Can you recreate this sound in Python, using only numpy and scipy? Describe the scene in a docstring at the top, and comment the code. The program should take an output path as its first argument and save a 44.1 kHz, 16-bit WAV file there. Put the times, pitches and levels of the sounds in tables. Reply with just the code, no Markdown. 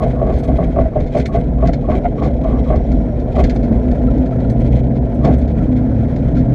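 """A glider's wheel rolls ever faster over bumpy grass, heard from inside the cockpit.
The turf forces the hollow hull into resonance, and the uneven tyre drones at a rising pitch.
On bumps, impacts excite the modes of the nose and of a loose fitting, and joints squeak by stick-slip.
Control rods clack, a small metal part jingles, and a thin trill sounds early in the roll.
Behind it all, grass and air hiss past the shell as broadband noise."""
import sys
import numpy as np
from scipy import signal
from scipy.fft import rfft, irfft
from scipy.io import wavfile
from scipy.ndimage import uniform_filter1d, minimum_filter1d

SR = 44100
rng = np.random.default_rng(int(sys.argv[2]) if len(sys.argv) > 2 else 0)


def bounce(signal):
    """Save signal as a 16-bit WAV file at the path given by the first command-line argument."""
    frames = np.transpose(np.atleast_2d(signal))
    limited = np.clip(frames, -1, 1)
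    pcm = np.round(limited * 32767).astype(np.int16)
    wavfile.write(sys.argv[1], SR, pcm)


N = 288414
T = np.arange(N) / SR

# Rotation of the wheel: time_s, rate_hz
WHEEL_SPEED = [(0, 14), (1, 16), (2, 20.8), (2.8, 23.2), (3.5, 26.2), (4.2, 28.8), (5, 32.3), (5.9, 36.9),
               (6.54, 41.4)]
# Unevenness of the tyre: harmonic_number, level_db
TYRE_HARMONICS = [(2, 0.5), (3, -1.5), (4, -2), (5, -15), (6, -15), (7, -4.5), (9, -1)]
# Response of the fuselage to the tyre: frequency_hz, gain_db
FUSELAGE_RESPONSE = [(28, -10.5), (50, -8.5), (57, -1), (64, -2), (72, -6), (80, -14), (98, -19.5),
                     (110, -3), (125, 0.5), (140, -8.5), (165, -6), (190, -20), (232, -3.5), (246, -8),
                     (253, 0), (260, 1), (266, -9), (370, -27.5)]
# Roughness of the turf: time_s, level_db
TURF_ROUGHNESS = [(0, 5), (.4, 3), (.65, 3.5), (.92, -3.5), (1.5, 3), (2.1, 1), (2.6, 3), (3.28, 3.5),
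                  (3.55, 3.5), (4.1, 2.5), (4.45, 3), (4.75, 1), (5.1, 2), (5.7, 3), (6.1, 0.5), (6.54, 2)]
# Drumming of the floor and rush of air: time_s, floor_db, air_db
FLOOR_AND_AIR = [(0, -23.5, -45.5), (.8, -26.5, -46.5), (1.1, -29, -52), (1.6, -27.5, -50),
                 (2.3, -25, -49.5), (3, -26.5, -48.5), (3.7, -24, -45), (4.3, -24.5, -45.5),
                 (5, -25.5, -48), (5.8, -27.5, -45.5), (6.54, -26.5, -45.5)]
# Hollows that unload the wheel: centre_s, half_length_s, depth_db
HOLLOWS = [(2.83, .02, 7), (3.147, 0.028, 8.5), (3.302, 0.031, 10.5), (3.82, 0.034, 3), (3.947, 0.011, 8),
           (4.308, 0.03, 6), (5.09, 0.03, 7.5), (5.507, .025, 4), (5.76, 0.063, 2), (6.12, 0.017, 3),
           (6.29, 0.023, 4)]
# Soft hummocks under the main wheel: start_s, length_s, hull_db, cabin_db, walls_db, grass_db
HUMMOCKS = [(0.647, 0.024, -18, -20, -19, -62), (2.893, 0.049, -10, -42, -19, -90),
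            (3.702, 0.024, -18, -35, -10.5, -65), (3.865, 0.018, -12.5, -32, -15.5, -61),
            (3.976, 0.22, -21, -30, -19, -63), (4.587, 0.042, -15.5, -23, -17, -55),
            (4.71, 0.02, -12.5, -15, -30, -53), (5.563, 0.052, -21, -16, -40, -57.5),
            (6.24, 0.016, -15.5, -30, -31, -64.5), (6.324, 0.069, -19, -26, -17, -62)]
# Hard bumps that bring the nose down:
# start_s, length_s, hull_db, cabin_db, walls_db, grass_db, judder_db, buzz_lead_s, buzz_db
BUMPS = [(0.011, 0.011, -26, -15.5, -38, -47, -21.5, 0.019, -27),
         (0.214, 0.11, -14.5, -24.5, -27.5, -57, -28.5, 0.063, -36),
         (0.472, 0.043, -14.5, -20, -18, -54.5, -30, 0.03, -42),
         (0.587, 0.046, -28, -17, -39, -51, -25.5, .003, -34.5),
         (0.768, 0.042, -11.5, -14.5, -17.5, -56.5, -21, 0.0071, -30),
         (0.955, 0.056, -15, -20, -28, -61, -27.5, 0.032, -45.5),
         (1.148, 0.033, -21, -19, -18.5, -48.5, -21, 0.0061, -39),
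         (1.343, 0.032, -19, -17, -38, -52.5, -23, 0.055, -37),
         (1.624, 0.055, -15, -16, -21, -53, -27.5, 0.039, -36),
         (1.884, 0.059, -15.5, -22, -20, -51, -21, 0.037, -36.5),
         (2.216, 0.044, -25, -18, -20, -51, -24, 0.036, -33.5),
         (2.444, 0.15, -16.5, -39.5, -20.5, -57, -29, .003, -36.5),
         (2.689, 0.069, -11.5, -23, -40, -55.5, -24, 0.029, -34),
         (3.367, 0.041, -8, -23, -21, -48.5, -23, .004, -31),
         (5.239, 0.07, -28, -11.5, -15, -54.5, -22, 0.027, -35.5)]

# Resonances of each part or sound: frequency_hz, bandwidth_hz, gain_db
HULL_MODES = [(29, 6.5, -10), (45.7, 22, -3), (55.2, 19.7, 4)]
CABIN_MODES = [(122.5, 37, -1), (140.8, 20, -6.5), (164.8, 26, -5.5)]
WALL_MODES = [(226.9, 16.6, 2), (252.8, 13.7, 4), (286.1, 38, -5)]
FLOOR_MODES = [(379.3, 38, 7), (421, 17, 8.5), (502.7, 59.4, 8), (550.4, 45, 4), (642, 60.4, 6),
               (591, 8.7, 9.5), (791, 20, -12), (984, 23, -13.5)]
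NOSE_MODES = [(408, 39, -10), (486, 93, -14.5), (603, 36, -1), (637.4, 20, 2), (700.5, 22, -0.5),
              (764, 16, -9.5)]
SHELL_CREAK_MODES = [(1520, 410, 1), (2023, 160, 3.5), (3440, 190, -19.5)]
SHELL_CRACK_MODES = [(882, 33, 13.5), (1017, 91, 6), (1440, 310, -6), (1740, 130, -5.5), (2350, 360, -14.5)]
FITTING_MODES = [(990, 150, -17.5), (1108, 41, 9.5), (1149, 15, 4), (2050, 84, -11.5)]
ROD_MODES = [(1560, 510, -2.5), (1950, 380, 27.5), (2160, 270, 1), (3200, 920, 8.5), (3506, 80, 20),
             (3920, 450, -0.5), (4140, 320, 12), (6460, 350, -1)]
METAL_MODES = [(4300, 470, 2), (6200, 150, 11.5), (8100, 940, 5.5), (9800, 1200, -4.5), (10860, 220, -9.5),
               (11500, 310, -20.5), (12300, 800, -15)]
TRILL_MODES = [(6460, 270, -18), (10700, 330, -6), (11200, 300, -9)]
BEARING_MODES = [(5590, 300, 0)]

# Knocks of the nose, some of them faint: start_s, level_db, tuning_ratio
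KNOCKS = [(.028, -15, 1.07), (.063, -24.5, 1.15), (.216, -13.5, 0.92), (.270, -19.5, 1.08),
          (.295, -16.5, 0.92), (.488, -18, 1), (.588, -14.5, 1), (.768, -14, 0.97),
          (.789, -10.5, 0.94), (.960, -12, 0.95), (1.152, -12.5, 0.92), (1.347, -13.5, 1.07),
          (1.627, -17, 1), (1.635, -17, 1.06), (1.888, -14.5, 0.96), (2.222, -22, 1.2),
          (2.449, -17, 1.01), (2.702, -15, 1.06), (2.732, -18.5, 1), (3.273, -27, 0.96),
          (3.345, -26, 1.2), (3.367, -16, 0.95), (3.381, -10.5, 0.97), (3.405, -21, 1.1),
          (3.716, -23.5, 1), (5.247, -14.5, 0.86), (5.266, -25, 1.24), (5.277, -15, 1.14)]
# Taps of the fitting on its stop: start_s, level_db
TAPS = [(0.217, -36), (0.588, -37), (.763, -33), (0.789, -29.5), (0.935, -47), (1.294, -41), (1.626, -34),
        (1.843, -37), (1.919, -30), (2.186, -36), (2.221, -33), (2.438, -44), (2.703, -35), (2.727, -29.5),
        (3.367, -31), (3.385, -25.5), (5.247, -33), (5.277, -36)]
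# Slips of the joints: peak_s, half_length_s, pitch_hz, level_db, overtones_db
SQUEAKS = [(0.866, 0.0078, 652, -17, -10), (1.696, 0.0048, 675, -15, -3), (2.06, 0.0088, 700, -12.5, 0.5),
           (3.973, 0.007, 1400, -49, -13), (4.087, 0.0045, 1340, -35.5, 0.5),
           (4.329, 0.0043, 1320, -39, -6), (4.451, 0.0032, 1380, -38, 0), (5.614, 0.0091, 1346, -44, -1),
           (6.376, 0.007, 1390, -40.5, -4)]
# Spectrum of a squeak: harmonic_number, level_db
SQUEAK_HARMONICS = [(1, 3), (2, -21), (3, -21), (4, -37.5), (5, -43)]
# Clacks of the control rods: start_s, length_s, level_db
CLACKS = [(.322, 0.084, -47.5), (.434, 0.0042, -44), (.796, .008, -52), (1.004, .0049, -44),
          (1.062, .02, -47.5), (1.168, 0.02, -40.5), (1.197, 0.0069, -35.5), (1.257, 0.004, -30.5),
          (1.672, 0.0043, -35), (1.732, 0.004, -35), (1.922, 0.011, -50), (2.224, 0.046, -44.5),
          (2.757, 0.0036, -41.5), (2.917, 0.0047, -43), (2.982, .004, -55), (3.198, .008, -49),
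          (3.333, .004, -55), (3.381, 0.008, -41), (3.439, .0046, -30.5), (3.496, 0.0091, -34),
          (3.56, 0.0033, -40.5), (3.627, 0.025, -47.5), (3.912, 0.0074, -44), (4.179, .005, -49),
          (4.259, 0.007, -47.5), (4.401, 0.0064, -51), (4.498, 0.0052, -43), (4.664, .005, -50.5),
          (4.77, .006, -50), (4.955, .02, -51.5), (5.247, 0.0065, -34), (5.276, .005, -44),
          (5.335, 0.011, -46.5), (5.413, .005, -48), (5.477, 0.0041, -46.5), (5.762, 0.014, -49),
          (6.16, 0.0064, -43), (6.37, 0.026, -46)]
# Jingles of the metal part: start_s, level_db
JINGLES = [(.075, -64), (0.383, -58), (.435, -58), (1.177, -54), (1.259, -57), (1.385, -64), (2.25, -65),
           (3.546, -62), (4.497, -57), (4.597, -63), (5.142, -63), (5.379, -60)]
# Spectra of scratching grass and of air past the canopy: frequency_hz, density_db
GRASS_SPECTRUM = [(900, -8), (1700, -1), (2100, 12), (2550, 0), (3500, 1), (4200, -3.5), (4700, -11),
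                  (6400, -11), (7400, -17), (11000, -27.5), (16000, -52)]
AIR_SPECTRUM = [(600, -1), (1000, 2.5), (1200, -3), (1360, 3.5), (1850, -1.5), (2200, -3.5), (2480, -10),
                (2750, -15.5), (3300, -14.5), (6100, -26), (6500, -22), (7100, -30), (11000, -34),
                (16000, -63.5)]
# Rubbing of the wheel bearing: time_s, level_db
BEARING_LEVEL = [(0, -86), (1.7, -81), (2.2, -72), (3.8, -72), (4.5, -76), (6.54, -80)]

REFERENCE_HZ = 27.9   # wheel rate at which speed adds 0 dB
# Response to speed and turf: base_db, speed_doubling_db, roughness_share
HULL_LAW, CABIN_LAW, WALLS_LAW = (-22.5, 0.97, 1), (-21.5, 4.2, 0.62), (-21, 4.3, 0.82)
GRASS_LAW, DRONE_LAW = (-65, -0.8, 0.58), (-19.5, 4.3, 0.28)
# Envelope of a jolt: delay_s, rise_s, fade_s
HULL_SWELL, SHELL_SWELL, GRASS_SWELL = (0.05, 0.036, 0.012), (0.025, 0.015, 0.01), (0.018, 0.039, 0.058)


def rolling_wheel(wheel_hz, hull_db, cabin_db, walls_db, floor_db):
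    """Forced vibration: tufts kick the wheel and the airframe resonates; tyre and bearing sound too."""
    wheel_angle = 2 * np.pi * np.cumsum(wheel_hz * (1 + 0.00497 * drift(14))) / SR
    kicks = rms_one(grains(45 * wheel_hz, spread_db=4.5))
    # Each heave of the hull shakes the whole airframe harder.
    load_db = 0.14 * (hull_db - uniform_filter1d(hull_db, size=SR // 3))
    hull = steady(band(resonate(kicks, HULL_MODES), 25.4, 74.1, order=4), span_s=0.065)
    cabin = steady(band(resonate(kicks, CABIN_MODES), 104.6, 183.2, order=4), span_s=0.074)
    walls = steady(band(resonate(kicks, WALL_MODES), 205, 322.3, order=4), span_s=0.091)
    tyre_slaps = grains(22 * wheel_hz, spread_db=4) * from_db(3.2 * np.cos(wheel_angle))
    floor = steady(band(resonate(tyre_slaps, FLOOR_MODES), 272, 1055, order=6), span_s=0.044)
    rumble = (from_db(hull_db - 0.5) * hull
              + from_db(cabin_db + load_db - 1.9) * cabin
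              + from_db(walls_db + load_db - unloading_db() - 0.83) * walls
              + from_db(floor_db + load_db) * floor)
    return rumble + tyre_drone(wheel_angle, wheel_hz) + bearing_chirp(wheel_angle)


def tyre_drone(wheel_angle, wheel_hz):
    """Periodic forcing: each harmonic of the uneven tyre swells as it crosses a fuselage resonance."""
    response_hz, response_db = np.transpose(FUSELAGE_RESPONSE)
    tone = 0
    for harmonic, db in TYRE_HARMONICS:
        wavering_db = db + np.interp(harmonic * wheel_hz, response_hz, response_db) + 2.9 * drift(14)
        tone += from_db(wavering_db) * np.sin(harmonic * wheel_angle + rng.uniform(0, 2 * np.pi))
    level_db = shaking_db(DRONE_LAW, wheel_hz) - 0.76 * unloading_db()
    return from_db(level_db) * np.sqrt(2) * tone


def ride_levels_db(wheel_hz):
    """Incoherent addition: shaking and jolts sum in power, for hull, cabin, walls and grass in turn."""
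    parts = [(HULL_LAW, HULL_SWELL), (CABIN_LAW, SHELL_SWELL),
             (WALLS_LAW, SHELL_SWELL), (GRASS_LAW, GRASS_SWELL)]
    return [10 * np.log10(from_db(shaking_db(law, wheel_hz)) ** 2 + jolt_power(part, *swell))
            for part, (law, swell) in enumerate(parts)]


def shaking_db(law, wheel_hz):
    """Power law: steady vibration scales with speed, and grows with the roughness of the turf."""
    base_db, doubling_db, roughness_share = law
    turf_db, = in_time(TURF_ROUGHNESS)
    return base_db + doubling_db * np.log2(wheel_hz / REFERENCE_HZ) + roughness_share * turf_db


def jolt_power(part, delay_s, rise_s, fade_s):
    """Transient response: at each bump or hummock a part's vibration swells, holds and decays."""
    power = 0
    for start_s, length_s, *levels_db in BUMPS + HUMMOCKS:
        t = T[::32] - start_s - delay_s
        swell = np.exp(-(np.minimum(t, 0) / rise_s) ** 2 / 2 - np.maximum(t - length_s, 0) / fade_s)
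        power += (from_db(levels_db[part]) * swell) ** 2
    return np.interp(T, T[::32], power)


def unloading_db():
    """Reduced contact force: the hum sinks while the wheel skims a hollow."""
    return sum(depth_db * np.exp(-((T - centre_s) / half_s) ** 2 / 2)
               for centre_s, half_s, depth_db in HOLLOWS)


def nose_knocks(touch_lead_s=0.00468, rebound_s=0.0085):
    """Impulse response: three quick pulses ring the airframe's modes, heard as a knock or faint thud."""
    out = np.zeros(N)
    for start_s, db, tuning in KNOCKS:
        *mode_scatter, rebound_scatter = rng.standard_normal(len(NOSE_MODES) + 1)
        delays_s = np.array([0, touch_lead_s, touch_lead_s + rebound_s * np.exp(0.15 * rebound_scatter)])
        contacts = np.zeros(SR // 5)
        contacts[(delays_s * SR).astype(int)] = 0.4, 1, 0.79   # touch, blow, rebound
        nose_modes = [(hz * tuning, width_hz, gain_db + 2 * scatter)
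                      for (hz, width_hz, gain_db), scatter in zip(NOSE_MODES, mode_scatter)]
        parts = [(band(ring(contacts, nose_modes), 388, 754.5, order=5), 0),
                 (band(ring(contacts, FLOOR_MODES), 254, 485), -8),
                 (band(ring(contacts, FITTING_MODES), 855, 1310), -27.5),
                 (resonate(contacts, SHELL_CRACK_MODES), crack_db(start_s))]
        for sound, part_db in parts:
            add(out, start_s - 0.001 - touch_lead_s, at_level(sound, db + part_db + 0.84, span_s=0.016))
    return out


def bump_judder(onset_s=0.012):
    """Repeated impact: bumps shake nose, floor, shell and rods; the flexing frame buzzes the fitting."""
    blows, buzzes = [], []
    for start_s, length_s, *_, judder_db, buzz_lead_s, buzz_db in BUMPS:
        blows.append((start_s + onset_s, max(length_s - onset_s, 0), judder_db))
        buzzes.append((start_s - buzz_lead_s, buzz_lead_s + length_s, buzz_db))
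    cracks = [(start_s, length_s, db + crack_db(start_s)) for start_s, length_s, db in blows]
    nose = chatter(blows, lambda x: band(ring(x, NOSE_MODES), 372, 836, order=5),
                   per_s=260, first=0.27, rise_s=0.001, fade_s=0.027, lead_s=0.00017)
    thud = chatter(blows, lambda x: band(resonate(x, FLOOR_MODES), 282, 483),
                   per_s=560, first=1, rise_s=0.0011, fade_s=0.034, lead_s=-0.002)
    creak = chatter(blows, lambda x: resonate(x, SHELL_CREAK_MODES),
                    per_s=560, first=0.59, rise_s=0.004, fade_s=0.043, lead_s=0.001993)
    crack = chatter(cracks, lambda x: resonate(x, SHELL_CRACK_MODES),
                    per_s=300, first=0.9, rise_s=0.0025, fade_s=0.015, lead_s=-0.0017)
    rods = chatter(blows, lambda x: band(ring(x, ROD_MODES), 2000, 6800, order=5),
                   per_s=240, first=0.24, rise_s=0.0061, fade_s=0.016, lead_s=-0.0045)
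    buzz = chatter(buzzes, lambda x: band(ring(x, FITTING_MODES), 920, 1340, order=4),
                   per_s=150, first=0.7, rise_s=0.001, fade_s=0.0025, lead_s=0.001)
    return (from_db(-2.5) * nose + from_db(-4.5) * thud + from_db(-20.5) * creak
            + crack + from_db(-39) * rods + from_db(-3) * buzz)


def crack_db(time_s, doubling_db=8):
    """Power law: the faster the roll, the louder the shell cracks relative to the blow."""
    wheel_hz = np.interp(time_s, *np.transpose(WHEEL_SPEED))
    return -19.5 + doubling_db * np.log2(wheel_hz / REFERENCE_HZ)


def fitting_taps():
    """Impact and rebound: the loose fitting hits its stop, bounces and rings."""
    taps = [(start_s, 0.006, db) for start_s, db in TAPS]
    return chatter(taps, lambda x: band(ring(x, FITTING_MODES), 900, 2570),
                   per_s=180, first=1.6, rise_s=0.003, fade_s=0.0047, lead_s=0.00064)


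def joint_squeaks():
    """Stick-slip friction: joints give short chirps that sag in pitch, with fluttering overtones."""
    out, waver, flutter = np.zeros(N), drift(320), drift(500)
    t = np.arange(-SR // 20, SR // 20) / SR
    for peak_s, half_s, pitch_hz, db, overtones_db in SQUEAKS:
        phase = 2 * np.pi * pitch_hz * (t - 0.5 * t * t) + 0.3 * np.interp(peak_s + t, T, waver)
        overtone_gain = from_db(overtones_db) * (1 + 0.45 * np.interp(peak_s + t, T, flutter))
        tone = sum(from_db(level_db) * np.sin(k * phase) * (overtone_gain if k > 1 else 1)
                   for k, level_db in SQUEAK_HARMONICS)
        envelope = np.exp(-(t / half_s) ** 2 / 2)
        add(out, peak_s + t[0], from_db(db) * envelope * tone)
    return out


def rod_clacks():
    """Contact excitation: control rods scrape and strike their guides, and ring at their modes."""
    return chatter(CLACKS, lambda x: band(ring(x, ROD_MODES), 1200, 7030, order=6),
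                   per_s=2500, first=0.29, rise_s=0.0007, fade_s=0.01, lead_s=0.001)


def metal_jingles():
    """Modal ringing: dense, light contacts excite the high modes of a small metal part."""
    jingles = [(start_s, 0.007, db) for start_s, db in JINGLES]
    return chatter(jingles, lambda x: band(ring(x, METAL_MODES), 3000, 13000),
                   per_s=6200, first=0.3, rise_s=0.002, fade_s=0.015, lead_s=0.00073)


def grass_swish(grass_db, wheel_hz):
    """Shot noise: blades of grass flick the belly in clumps, more often with speed."""
    clumps_db = 6.6 * np.minimum(drift(70), 1) + 1.2 * drift(11)
    blades = grains(400 * wheel_hz, spread_db=7) * from_db(clumps_db)
    scratch = cockpit_echoes(coloured(blades, GRASS_SPECTRUM), wet=0.57, fade_s=0.0044)
    return from_db(grass_db + 6) * rms_one(scratch)


def air_rush(air_db):
    """Flow noise: air passing the canopy makes a finely fluttering hiss."""
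    flutter_db = 2.2 * drift(110)
    return from_db(air_db + flutter_db) * coloured(rng.standard_normal(N), AIR_SPECTRUM)


def thin_trill(start_s=0.32, gap_s=0.036, level_db=-68.8, count=11):
    """Pulse train: nearly even bursts through high resonances are heard as a trill."""
    pulses = [(start_s + gap_s * (k + 0.16 * late), 0.01, level_db + 1.5 * size)
              for k, (late, size) in enumerate(rng.standard_normal((count, 2)))]
    return chatter(pulses, lambda x: resonate(x, TRILL_MODES),
                   per_s=3000, first=0.3, rise_s=0.003, fade_s=0.004, lead_s=0.00043)


def bearing_chirp(wheel_angle):
    """Modulated friction: a dry spot rubs once a turn, catching unevenly, and rings faintly."""
    level_db, = in_time(BEARING_LEVEL)
    rub = rng.standard_normal(N) * from_db(4 * np.cos(wheel_angle) + 4.5 * np.minimum(drift(17), 1))
    return from_db(level_db) * rms_one(resonate(rub, BEARING_MODES))


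def cockpit_echoes(x, wet, fade_s):
    """Early reflections between canopy and shell give a boxy colour."""
    t = T[:SR // 25]
    echoes = rng.standard_normal(len(t)) * np.exp(-t / fade_s) * (t > 0.001)
    reflected = signal.fftconvolve(x, echoes / np.sqrt(np.sum(echoes ** 2)))[:N]
    return (x + wet * reflected) / np.hypot(1, wet)


def chatter(events, body, per_s, first, rise_s, fade_s, lead_s):
    """Source and filter: a strike of strength `first`, then bounces that build and settle, ring `body`."""
    out, t = np.zeros(N), T[:SR // 4]
    for start_s, length_s, db in events:
        gaps = rng.uniform(0.2, 1.8, 2000)
        strengths = rng.uniform(0.3, 1.5, 2000) * rng.choice([-1, 1], 2000)
        at_sample = (np.cumsum(gaps) * SR / per_s).astype(int)
        contacts = np.bincount(np.minimum(at_sample, len(t)), strengths, len(t) + 1)[:-1]
        contacts *= 1 - np.exp(-t / rise_s)
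        contacts[0] = first
        settling = np.exp(-np.maximum(t - length_s, 0) / fade_s)
        add(out, start_s - lead_s, at_level(body(contacts * settling), db, span_s=length_s + fade_s))
    return out


def resonate(x, modes):
    """Parallel resonance: each filter acts twice, so the valleys between modes stay deep."""
    out = 0
    for hz, width_hz, db in modes:
        r = np.exp(-np.pi * width_hz * np.sqrt(2) / SR)
        section = [(1 - r * r) / 2, 0, (r * r - 1) / 2, 1, -2 * r * np.cos(2 * np.pi * hz / SR), r * r]
        out += from_db(db) * signal.sosfilt([section, section], x + 1e-18)
    return out


def ring(x, modes):
    """Damped free vibration: struck modes start in phase, giving a hard attack."""
    out = 0
    for hz, width_hz, db in modes:
        r = np.exp(-np.pi * width_hz / SR)
        feedback = [1, -2 * r * np.cos(2 * np.pi * hz / SR), r * r]
        out += from_db(db) * signal.lfilter([1 - r, 0, r - 1], feedback, x + 1e-18)
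    return out


def grains(per_s, spread_db):
    """Random impulses: tiny independent contacts of bounded size and either sign."""
    sizes = from_db(spread_db * np.minimum(rng.standard_normal(N), 2)) * rng.choice([-1, 1], N)
    return sizes * (rng.random(N) < per_s / SR)


def drift(rate_hz):
    """Random modulation at rms 1, changing course `rate_hz` times a second."""
    knots = rng.standard_normal(4096)
    return rms_one(np.interp(T * rate_hz, np.arange(len(knots)), knots))


def coloured(x, spectrum):
    """Spectral shaping along a logarithmic frequency axis, at rms 1."""
    hz, db = np.transpose(spectrum)
    bin_hz = np.arange(N // 2 + 1) * SR / N
    gain = from_db(np.interp(np.log(bin_hz + 1), np.log(hz), db))
    return rms_one(irfft(rfft(x) * gain, N))


def band(x, low_hz, high_hz, order=3):
    return signal.sosfilt(signal.butter(order, [low_hz, high_hz], "band", fs=SR, output="sos"), x)


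def steady(x, span_s):
    """Envelope division holds the running rms at 1."""
    power = np.maximum(uniform_filter1d(x * x, int(span_s * SR) + 1), 0)
    return x / np.sqrt(power + 1e-6 * np.mean(x * x))


def at_level(x, db, span_s):
    """Equivalent level: the sound's energy, spread over `span_s`, gives `db`."""
    return from_db(db) * x / np.sqrt(np.sum(x ** 2) / (span_s * SR))


def in_time(rows):
    """Linear interpolation of a table's columns at every sample."""
    time_s, *columns = np.transpose(rows)
    return [np.interp(T, time_s, column) for column in columns]


def from_db(db):
    return 10 ** (np.asarray(db) / 20)


def rms_one(x):
    return x / np.sqrt(np.mean(x ** 2) + 1e-20)


def add(out, start_s, sound):
    start = max(int(start_s * SR), 0)
    out[start:start + len(sound)] += sound[:max(N - start, 0)]


def scene():
    """Superposition: rumble, hiss, impacts, squeaks and rattles sum in one channel."""
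    floor_db, air_db = in_time(FLOOR_AND_AIR)
    wheel_hz, = in_time(WHEEL_SPEED)
    hull_db, cabin_db, walls_db, grass_db = ride_levels_db(wheel_hz)
    rumble = rolling_wheel(wheel_hz, hull_db, cabin_db, walls_db, floor_db)
    hiss = grass_swish(grass_db, wheel_hz) + air_rush(air_db)
    impacts = nose_knocks() + bump_judder() + fitting_taps()
    squeaks = joint_squeaks()
    rattles = cockpit_echoes(rod_clacks() + metal_jingles(), wet=0.31, fade_s=0.0012)
    return (rumble + hiss + impacts + squeaks + rattles + thin_trill())[None]


def record(dry):
    """Peak limiting eases the loudest jolts down; a low-pass filter removes the highest treble."""
    ceiling, stopband_hz = 0.86, 15800
    gain = minimum_filter1d(np.minimum(1, ceiling / (np.abs(dry) + 1e-9)), size=801)
    gain = uniform_filter1d(uniform_filter1d(gain, size=401), size=401)
    return signal.sosfilt(signal.cheby2(12, 70, stopband_hz, fs=SR, output="sos"), dry * gain)


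dry = scene()
out = record(dry)
bounce(out)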